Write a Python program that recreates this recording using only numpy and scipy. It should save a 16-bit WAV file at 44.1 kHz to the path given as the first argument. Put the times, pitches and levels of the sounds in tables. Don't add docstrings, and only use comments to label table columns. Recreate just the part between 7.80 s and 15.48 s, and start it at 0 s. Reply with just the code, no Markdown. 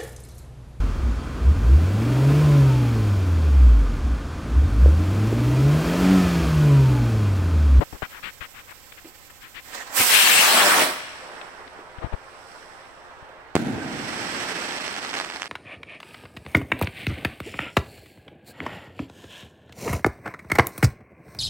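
import sys
import numpy as np
from scipy import signal
from scipy.fft import rfft, irfft
from scipy.io import wavfile
from scipy.ndimage import uniform_filter1d, map_coordinates

SR = 44100
rng = np.random.default_rng(int(sys.argv[2]) if len(sys.argv) > 2 else 0)


def generate_wav(signal):
    frames = np.transpose(np.atleast_2d(signal))
    scaled = np.clip(frames, -1, 1) * 32767
    pcm = np.round(scaled).astype(np.int16)
    wavfile.write(sys.argv[1], SR, pcm)


N = 338678
TIME = np.arange(N) / SR
FRAME_S = np.arange(N // 128 + 5) * 128 / SR
BIN_HZ = np.fft.rfftfreq(512, 1 / SR)


def amp(db):
    return 10 ** (np.asarray(db) / 20)


def unit(x):
    return x / np.sqrt(np.mean(x ** 2) + 1e-20)


def read(points, hz):
    f, value = np.transpose(points)
    return np.interp(np.log(hz + 1), np.log(f + 1), value)


def follow(rows, t):
    s, *columns = np.transpose(rows)
    return [np.interp(t, s, c) for c in columns]


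def bell(x, centre, half_width):
    return np.exp(-((x - centre) / half_width) ** 2)


def burn(full_s, out_s, rise_db_per_s, fade_db_per_s):
    early, late = np.maximum(full_s - TIME, 0), np.maximum(TIME - out_s, 0)
    return amp(-rise_db_per_s * early - fade_db_per_s * late)


def swells(rows):
    return np.sqrt(sum((amp(db) * burn(s, s, rise, fade)) ** 2 for s, db, rise, fade in rows))


def add(mix, s, sound):
    part = mix[..., max(round(s * SR), 0):][..., :sound.shape[-1]]
    part += sound[..., :part.shape[-1]]


def colour(x, points, size=4096):
    log_gain = np.log(amp(read(points, abs(np.fft.fftfreq(size, 1 / SR)))))
    taps = np.fft.ifft(np.exp(np.conj(signal.hilbert(log_gain)))).real[:size // 2]
    return signal.oaconvolve(x, taps.reshape((1,) * (x.ndim - 1) + (-1,)), axes=-1)[..., :x.shape[-1]]


# frequency in Hz, gain in dB.
FINGER_EQ = [(100, -5), (250, 0), (900, -2.5), (1700, -8), (3300, -1), (4400, -3), (5600, -42.5),
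             (11000, -23), (15000, -45)]
def covered(pair):
    return np.array([colour(pair[0], FINGER_EQ), pair[1]])


# frequency in Hz, left-right correlation.
PORT_LIKENESS = [(60, 0.83), (130, .85), (290, 0.74), (640, 0.74), (1400, 0.14), (3000, 0.11),
                 (15000, 0.15)]
def ports(z, hz):
    same = read(PORT_LIKENESS, hz)
    return np.array([same * z[1] + np.sqrt(1 - same ** 2) * z[0], z[1]])


def turbulence(field_db, patchy_db, flicker_db):
    a, b, c, d, patches = np.moveaxis(rng.standard_normal((len(FRAME_S), len(BIN_HZ), 5)), -1, 0)
    patches = unit(uniform_filter1d(uniform_filter1d(patches, size=12, axis=0), size=8, axis=1))
    flicker = unit(uniform_filter1d(rng.standard_normal(len(FRAME_S)), size=6))[:, None]
    z = ports([a + 1j * b, c + 1j * d], BIN_HZ) * amp(field_db + patchy_db * patches + flicker_db * flicker)
    return unit(signal.istft(z.swapaxes(1, 2), nperseg=512, noverlap=384)[1][:, :N])


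def sparks(per_s, spread_db):
    sizes = amp(spread_db * np.minimum(rng.exponential(1, N), 4)) * rng.choice([-1, 1], N)
    return sizes * (rng.random(N) < per_s / SR)


# time in seconds, turn of the exhaust toward the listener
# from 0 to 1, lag of the ground echo in ms.
FLIGHT = [(2.2, 0, 3.8), (2.45, .05, 5.2), (2.65, .3, 8.0), (2.82, .85, 9.9), (3.05, 1, 11.2),
          (3.3, 1, 11.3)]
def ground(pair, share):
    lag_ms = follow(FLIGHT, TIME)[1]
    late = np.arange(N) - lag_ms * SR / 1000
    echo = np.array([map_coordinates(x, [late], order=3) for x in pair])
    return pair + share * colour(echo, [(1500, -1.5), (8000, -10.5)])


# frequency in Hz, gain in dB.
FUSE_EQ = [(150, -16), (400, -7.5), (1000, -12), (2000, -0.5), (3800, -7), (5400, -3), (6500, -6.5),
           (7600, -0.5), (10000, -11.5), (13500, -2.5), (15800, -7)]
FLARE_EQ = [(40, -15), (100, -32), (220, -5), (450, 0.5), (900, 3.5), (1700, 5), (2600, 1), (3800, -4),
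            (5600, -3), (6800, -1.5), (7900, -1), (10500, -19), (14000, -11), (15800, -17)]
# crest in seconds, level in dB, rise and fade in dB per second.
POWDER_FLARES = [(1.88, -42, 400, 51.5), (1.948, -29.5, 450, 69), (2.195, -23.5, 199, 220.5)]
def fuse():
    end_s, sag_db_per_s = 1.92, 1.7
    nozzle_hz, nozzle_half_width_hz = 1870, 50
    fizz = turbulence(read(FUSE_EQ, BIN_HZ), patchy_db=0.8, flicker_db=1.0)
    spit = unit(colour(sparks(per_s=700, spread_db=1), FUSE_EQ))
    ring_db = 6.5 / (1 + ((BIN_HZ - nozzle_hz) / nozzle_half_width_hz) ** 2)
    flare = turbulence(read(FLARE_EQ, BIN_HZ) + ring_db, patchy_db=2, flicker_db=1.5)
    last_db = 6 * bell(TIME, end_s, 0.086)
    glow = amp(-44 - sag_db_per_s * TIME + last_db) * burn(0, end_s, 0, fade_db_per_s=249.5)
    flame = glow * (fizz + amp(-20) * spit) + swells(POWDER_FLARES) * flare
    return covered(ground(flame, share=0.31))


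# frequency in Hz, gain in dB.
WASH_EQ = [(60, -36), (220, -12), (450, 0.5), (900, 3), (1700, 1.5), (2600, -9), (3800, -16.5),
           (7000, -26.5), (15000, -56)]
# crest in seconds, level in dB, rise and fade in dB per second.
FAR_ECHOES = [(3.57, -39, 23, 36), (3.65, -43, 33, 1)]
def far_wash():
    envelope = np.hypot(amp(-54.5), swells(FAR_ECHOES))
    wash = envelope * turbulence(read(WASH_EQ, BIN_HZ), patchy_db=1.43, flicker_db=0.6)
    return covered(ground(wash, share=0.52))


# frequency in Hz, gain in dB.
FLUTTER_EQ = [(20, -1.5), (45, 0.5), (90, -1), (180, -8), (400, -15), (2000, -38.5)]
def air_flutter():
    return amp(-56.5 - 0.4 * TIME) * unit(colour(rng.standard_normal((2, N)), FLUTTER_EQ))


# start in seconds, length in seconds, attack as a share of the length,
# level in dB, centre in Hz.
FINGER_RUBS = [(.006, .036, .24, -19.5, 473), (0.126, 0.015, .15, -32, 500), (.142, 0.038, .14, -38.5, 500),
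               (0.22, 0.013, 0.18, -22, 745), (.225, 0.044, 0.074, -28, 1560), (.291, .12, 0.69, -38, 1600),
               (.426, .086, 0.2, -28.5, 1900), (0.606, 0.065, .08, -31, 1740),
               (0.735, 0.083, 0.65, -38.5, 1760), (0.868, 0.064, 0.81, -38.5, 1410),
               (1.121, 0.0089, .15, -36.5, 1800), (1.17, .03, 0.56, -40.5, 1920),
               (1.497, 0.018, .26, -42, 1490), (1.607, 0.085, .34, -40.5, 1930),
               (1.739, 0.07, 0.53, -34, 2000), (3.613, .0088, .2, -34, 2600),
               (3.876, .008, .2, -38.5, 2600), (4.183, 0.014, .1, -38.5, 1500),
               (4.213, 0.069, 0.35, -30, 500), (4.319, 0.034, 0.44, -29, 516)]
def finger_rubs():
    out, bins = np.zeros((2, N)), np.fft.rfftfreq(8192, 1 / SR) + 1
    for s, length, attack, db, hz in FINGER_RUBS:
        octaves = 0.86 * (1000 / hz) ** 0.47
        ring = np.exp(-.5 * (np.log2(bins / hz) / octaves) ** 2)
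        push = amp(-8) / (1 + (bins / 450) ** 2)
        friction = irfft(rfft(rng.standard_normal(8192)) * (ring + push))
        swish = unit(colour(friction, [(4000, -13), (5500, -16)])[:int(length * SR)])
        stroke = np.interp(np.linspace(0, 1, len(swish)), [0, attack, 1], [0, 1, 0])
        add(out, s, amp([[db], [db - 40]]) * swish * np.sin(np.pi / 2 * stroke) ** 0.79)
    return out


# centre in seconds, peak in dB, speed of the swing in Hz.
FINGER_BUMPS = [(.007, -18, 151), (0.131, -27.5, 132), (.149, -31, 70), (0.231, -22.5, 124),
                (0.613, -33.5, 90), (4.187, -28.5, 90.5), (4.246, -17, 110), (4.265, -27, 91),
                (4.341, -17, 62.4), (5.429, -38, 120)]
def finger_bumps():
    out, t = np.zeros((2, N)), np.arange(-SR // 40, SR // 40) / SR
    for s, db, hz in FINGER_BUMPS:
        turn = 2 * np.pi * hz * t
        thump = amp(db) * turn * np.exp(1 - abs(turn))
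        add(out[0], s + t[0], thump[t + s >= 0])
    return out


# start in seconds, relative level in dB, pitch in Hz.
DULL_KNOCKS = [(1.246, -34, 308), (3.988, -36, 366), (5.489, -37.5, 436)]
def knocks():
    out, t = np.zeros(N), np.arange(SR // 4) / SR
    for s, db, hz in DULL_KNOCKS:
        body_eq = [(hz / 2, -20), (hz, 0), (hz * 1.1, -3), (hz * 2, -17), (3000, -26), (8000, -45)]
        body = unit(colour(rng.standard_normal(len(t)), body_eq))
        add(out, s, amp(db - 5) * body * np.exp(-t / 0.026))
    return covered([out, out])


# frequency in Hz, gain in dB.
JET_SIDE_EQ = [(40, -33), (100, -24), (220, -18), (450, -17), (900, -8), (1700, 1.5), (2600, 0),
               (3800, -1.5), (5600, 1.5), (6800, 3), (7900, 7.5), (10500, -0.5), (14000, 2), (15800, -0.5)]
JET_BEHIND_EQ = [(40, -34), (100, -33), (220, -4), (450, -3), (900, -1), (1700, 2), (2600, -6), (3800, -7),
                 (5600, -5.5), (6800, -12), (7900, -4.5), (10500, -9), (14000, -15.5), (15800, -8.5)]
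JET_FINGER_EQ = [(150, -3), (700, 5.5), (1600, -2), (2700, 4.5), (4500, -2.5), (6000, 4), (7100, -16),
                 (8500, 3), (12000, 2.5), (15000, -22)]
# time in seconds, centre in Hz, boost or cut in dB.
WHOOSH_SWEEP = [(2.27, 3000, -4), (2.33, 2770, 0.5), (2.55, 2790, 1.5), (2.7, 2230, -2), (2.85, 1380, 3),
                (3.03, 950, -0.5)]
# time in seconds, leak in dB.
FINGER_LEAK = [(2.165, -1.5), (2.204, 8), (2.265, 0.5), (2.335, 11.5), (2.45, 8.5), (2.6, 8), (2.8, 4),
               (2.89, 1.5), (3.1, -2)]
def jet():
    frames = FRAME_S[:, None]
    behind = follow(FLIGHT, frames)[0]
    whoosh_hz, whoosh_db = follow(WHOOSH_SWEEP, frames)
    right_db = (1 - behind) * read(JET_SIDE_EQ, BIN_HZ) + behind * read(JET_BEHIND_EQ, BIN_HZ)
    right_db += whoosh_db * bell(np.log2((BIN_HZ + 1) / whoosh_hz), 0, .4)
    roar_leak_db = follow(FINGER_LEAK, frames)[0]
    hiss_leak_db = -20.5 + 1.58 * roar_leak_db
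    hiss = read([(4400, 0.02), (6000, 1)], BIN_HZ)
    left_db = right_db + read(JET_FINGER_EQ, BIN_HZ) + (1 - hiss) * roar_leak_db + hiss * hiss_leak_db
    power_db = 10 * np.log10((amp(right_db) ** 2).mean(1, keepdims=True))
    roar = turbulence(np.array([left_db, right_db]) - power_db, patchy_db=2.0, flicker_db=-0.2)
    shocks = unit(colour(sparks(per_s=560, spread_db=0.5), JET_BEHIND_EQ))
    thrust = amp(-17) * burn(full_s=2.17, out_s=3.03, rise_db_per_s=560, fade_db_per_s=166)
    return thrust * ground(roar + amp(-10.5) * covered([shocks, shocks]), share=0.51)


def scatter(t60, per_s, seconds):
    shape = (2, int(seconds * SR))
    taps = rng.standard_normal(shape) * (rng.random(shape) < per_s / SR)
    hz, t, z = signal.stft(taps, SR, nperseg=256)
    z = ports(z.swapaxes(1, 2), hz) * 10 ** (-3 * t[:, None] / read(t60, hz))
    tail = signal.istft(z.swapaxes(1, 2), nperseg=256)[1]
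    return tail / np.linalg.norm(tail[1])


# frequency in Hz, seconds to fall 60 dB.
YARD_DECAY = [(150, .72), (500, 0.77), (2200, 1.35), (5000, 1.01), (14000, .47)]
def yard(pair):
    out = np.zeros((2, N))
    for k in range(3):
        send = np.sqrt(2 / 3) * np.cos(2 * np.pi * (1.1 * TIME + k / 3))
        tail = scatter(YARD_DECAY, per_s=5000, seconds=0.97)
        out += signal.fftconvolve(pair * send, tail, axes=1)[:, :N]
    return out


# centre in seconds, relative level in dB, half-width in seconds.
MOTOR_CHUFFS = [(2.208, -24, 0.0095), (2.592, -34, 0.013)]
def chuffs():
    surge = sum(amp(db) * bell(TIME, s, width) for s, db, width in MOTOR_CHUFFS)
    puff_eq = [(40, -18), (130, 3), (400, -3), (2000, -5.5), (6000, -27), (12000, -54)]
    return amp([[2], [-4]]) * surge * unit(colour(rng.standard_normal(N), puff_eq))


# frequency in Hz, gain in dB.
COAST_EQ = [(1500, -4), (3600, -8), (5500, 0.5), (6800, -13), (7900, -1), (10500, -15.5), (12800, -20),
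            (15500, -30)]
# crest in seconds, level in dB, rise and fade in dB per second.
COAST_SWELLS = [(3.2, -42.5, 292, 17.5), (4.73, -48.5, 25, 18.5)]
def coast():
    hiss = turbulence(read(COAST_EQ, BIN_HZ), patchy_db=.7, flicker_db=.4)
    return swells(COAST_SWELLS) * covered(ground(hiss, share=0.36))


def shock(edge_hz, push_s, rebound_s, rebound, low_hz):
    t = np.arange(SR // 20) / SR
    u, v = t / push_s, (t - rebound_s) / push_s
    wave = (1 - u) * np.exp(-u) + rebound * (v > 0) * (1 - v) * np.exp(-abs(v))
    wave = signal.lfilter(*signal.butter(2, low_hz, "high", fs=SR), wave)
    return signal.lfilter(*signal.butter(2, edge_hz, fs=SR), wave)


# start in seconds, relative level in dB, high cut in Hz.
BANGS = [(5.7538, 1, 7000), (5.765, 0, 2800)]
# start in seconds, relative level in dB.
HOUSE_SLAPS = [(5.866, -14), (5.884, -13), (5.936, -17), (5.98, -18), (6.155, -18)]
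# frequency in Hz, gain in dB.
CRACK_EQ = [(500, -15), (2500, -2), (5500, 0), (6700, -6), (8000, 10), (10500, -30), (15000, -9)]
ROLL_EQ = [(40, -24.5), (100, -5), (170, -2), (270, 1), (400, -10), (560, -16.5), (800, -12), (1100, -24.5),
           (1550, -14), (3000, -26.5), (7800, -30.5), (15000, -44)]
# frequency in Hz, seconds to fall 60 dB.
ROLL_DECAY = [(60, 3.4), (150, 2.34), (280, 2.5), (1000, 7.3), (4000, 1.6), (14000, 1.2)]
def burst():
    bang, echoes, start = np.zeros(N), np.zeros((2, N)), BANGS[0][0]
    for s, db, edge_hz in BANGS:
        wave = shock(edge_hz, push_s=0.0017, rebound_s=0.0027, rebound=0.2, low_hz=150)
        add(bang, s, amp(db + 1) * wave)
    slap = shock(edge_hz=520, push_s=0.0018, rebound_s=0.0042, rebound=0.4, low_hz=170)
    for s, db in HOUSE_SLAPS:
        add(bang, s, amp(db) * slap)
    t = np.arange(SR // 20) / SR
    tear = unit(colour(rng.standard_normal(len(t)), CRACK_EQ))
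    add(bang, start, tear * (amp(-16.5) * np.exp(-t / 0.0014) + amp(-35.5) * np.exp(-t / 0.021)))
    splash = scatter([(200, 0.071), (8000, 0.097)], per_s=9600, seconds=.5)
    splash_eq = [(60, -15), (250, -6), (700, -8), (2000, -11.5), (8000, -30), (15000, -44)]
    add(echoes, start + 0.004, amp(22.5) * colour(splash, splash_eq))
    roll = scatter(ROLL_DECAY, per_s=4000, seconds=2)
    add(echoes, start + .02, amp(31.5) * colour(roll, ROLL_EQ))
    return covered(bang + echoes)


def snap(length_s):
    t = np.arange(64) / SR - .00012
    return bell(t, 0, .000048) - .9 * bell(t, length_s, .000058)


# frequency in Hz, gain in dB.
SIZZLE_EQ = [(40, -30), (100, -25), (220, 1), (450, -2.5), (900, -3.5), (1700, 2.5), (2600, -2.5),
             (3800, -10.5), (5600, -4), (6800, -16.5), (7900, -6.5), (10500, -24), (14000, -26.5),
             (15800, -46)]
def stars():
    crest_after_s, thinning_s = 0.89, .39
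    age = np.maximum(TIME - BANGS[0][0], 0) / crest_after_s
    alive = np.exp(-np.maximum(age - 1, 0) * crest_after_s / thinning_s)
    snap_share, per_s = np.interp(alive, [0, 1], [0.54, 0.2]), 4200 * alive
    clump_db = 5 * bell(TIME, 7.372, .036)
    blaze = amp(-27.5 + clump_db) * (age * np.exp(1 - age)) ** 2.53
    sizzle = turbulence(read(SIZZLE_EQ, BIN_HZ), patchy_db=0.05, flicker_db=1.63)
    crackle, lengths = np.zeros((2, N)), (.00018, .00026, .0003, .00036)
    for length_s in lengths:
        snaps = signal.oaconvolve(sparks(per_s / len(lengths), spread_db=3.5), snap(length_s))[:N]
        crackle += [np.roll(snaps, rng.integers(-3, 8)), snaps]
    crackle = unit(crackle / np.sqrt(per_s))
    cloud = blaze * (np.sqrt(1 - snap_share) * sizzle + np.sqrt(snap_share) * crackle)
    return covered(ground(cloud, share=0.19))


def whistle(pitch_hz=1550, centre_s=6.025):
    waver = unit(uniform_filter1d(rng.standard_normal(N), size=100))
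    tone = np.sin(2 * np.pi * np.cumsum(pitch_hz * (1 + .02 * waver)) / SR)
    tone *= amp(-32) * bell(TIME, centre_s, .022)
    return covered([tone, tone])


# start in seconds, relative level in dB.
STAR_POPS = [(6.7075, -16), (6.922, -17), (7.0653, -16), (7.0798, -12), (7.1648, -15), (7.2484, -15),
             (7.3402, -11.5), (7.3525, -13), (7.3716, -15), (7.4003, -8.5), (7.4115, -14), (7.448, -15),
             (7.5014, -15), (7.5611, -15.5), (7.6201, -9), (7.6308, -14), (7.6579, -17)]
def pops():
    out = np.zeros(N)
    for s, db in STAR_POPS:
        add(out, s, amp(db + 2.5) * snap(length_s=rng.uniform(.00021, .00033)))
    return covered(ground(np.array([out, out]), share=.4))


def scene():
    motor = jet() + chuffs()
    rocket = fuse() + motor + amp(-12) * yard(motor) + coast() + burst() + stars() + pops() + whistle()
    return rocket + knocks() + far_wash() + air_flutter() + finger_rubs() + finger_bumps()


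def record(dry):
    ceiling, high_cut_hz = 0.88, 16000
    rounded = dry / (1 + (dry / ceiling) ** 4) ** (1 / 4)
    taps = signal.firwin(511, high_cut_hz, window=("kaiser", 9), fs=SR)
    return signal.oaconvolve(rounded, taps[None], "same")


dry = scene()
out = record(dry)
generate_wav(out)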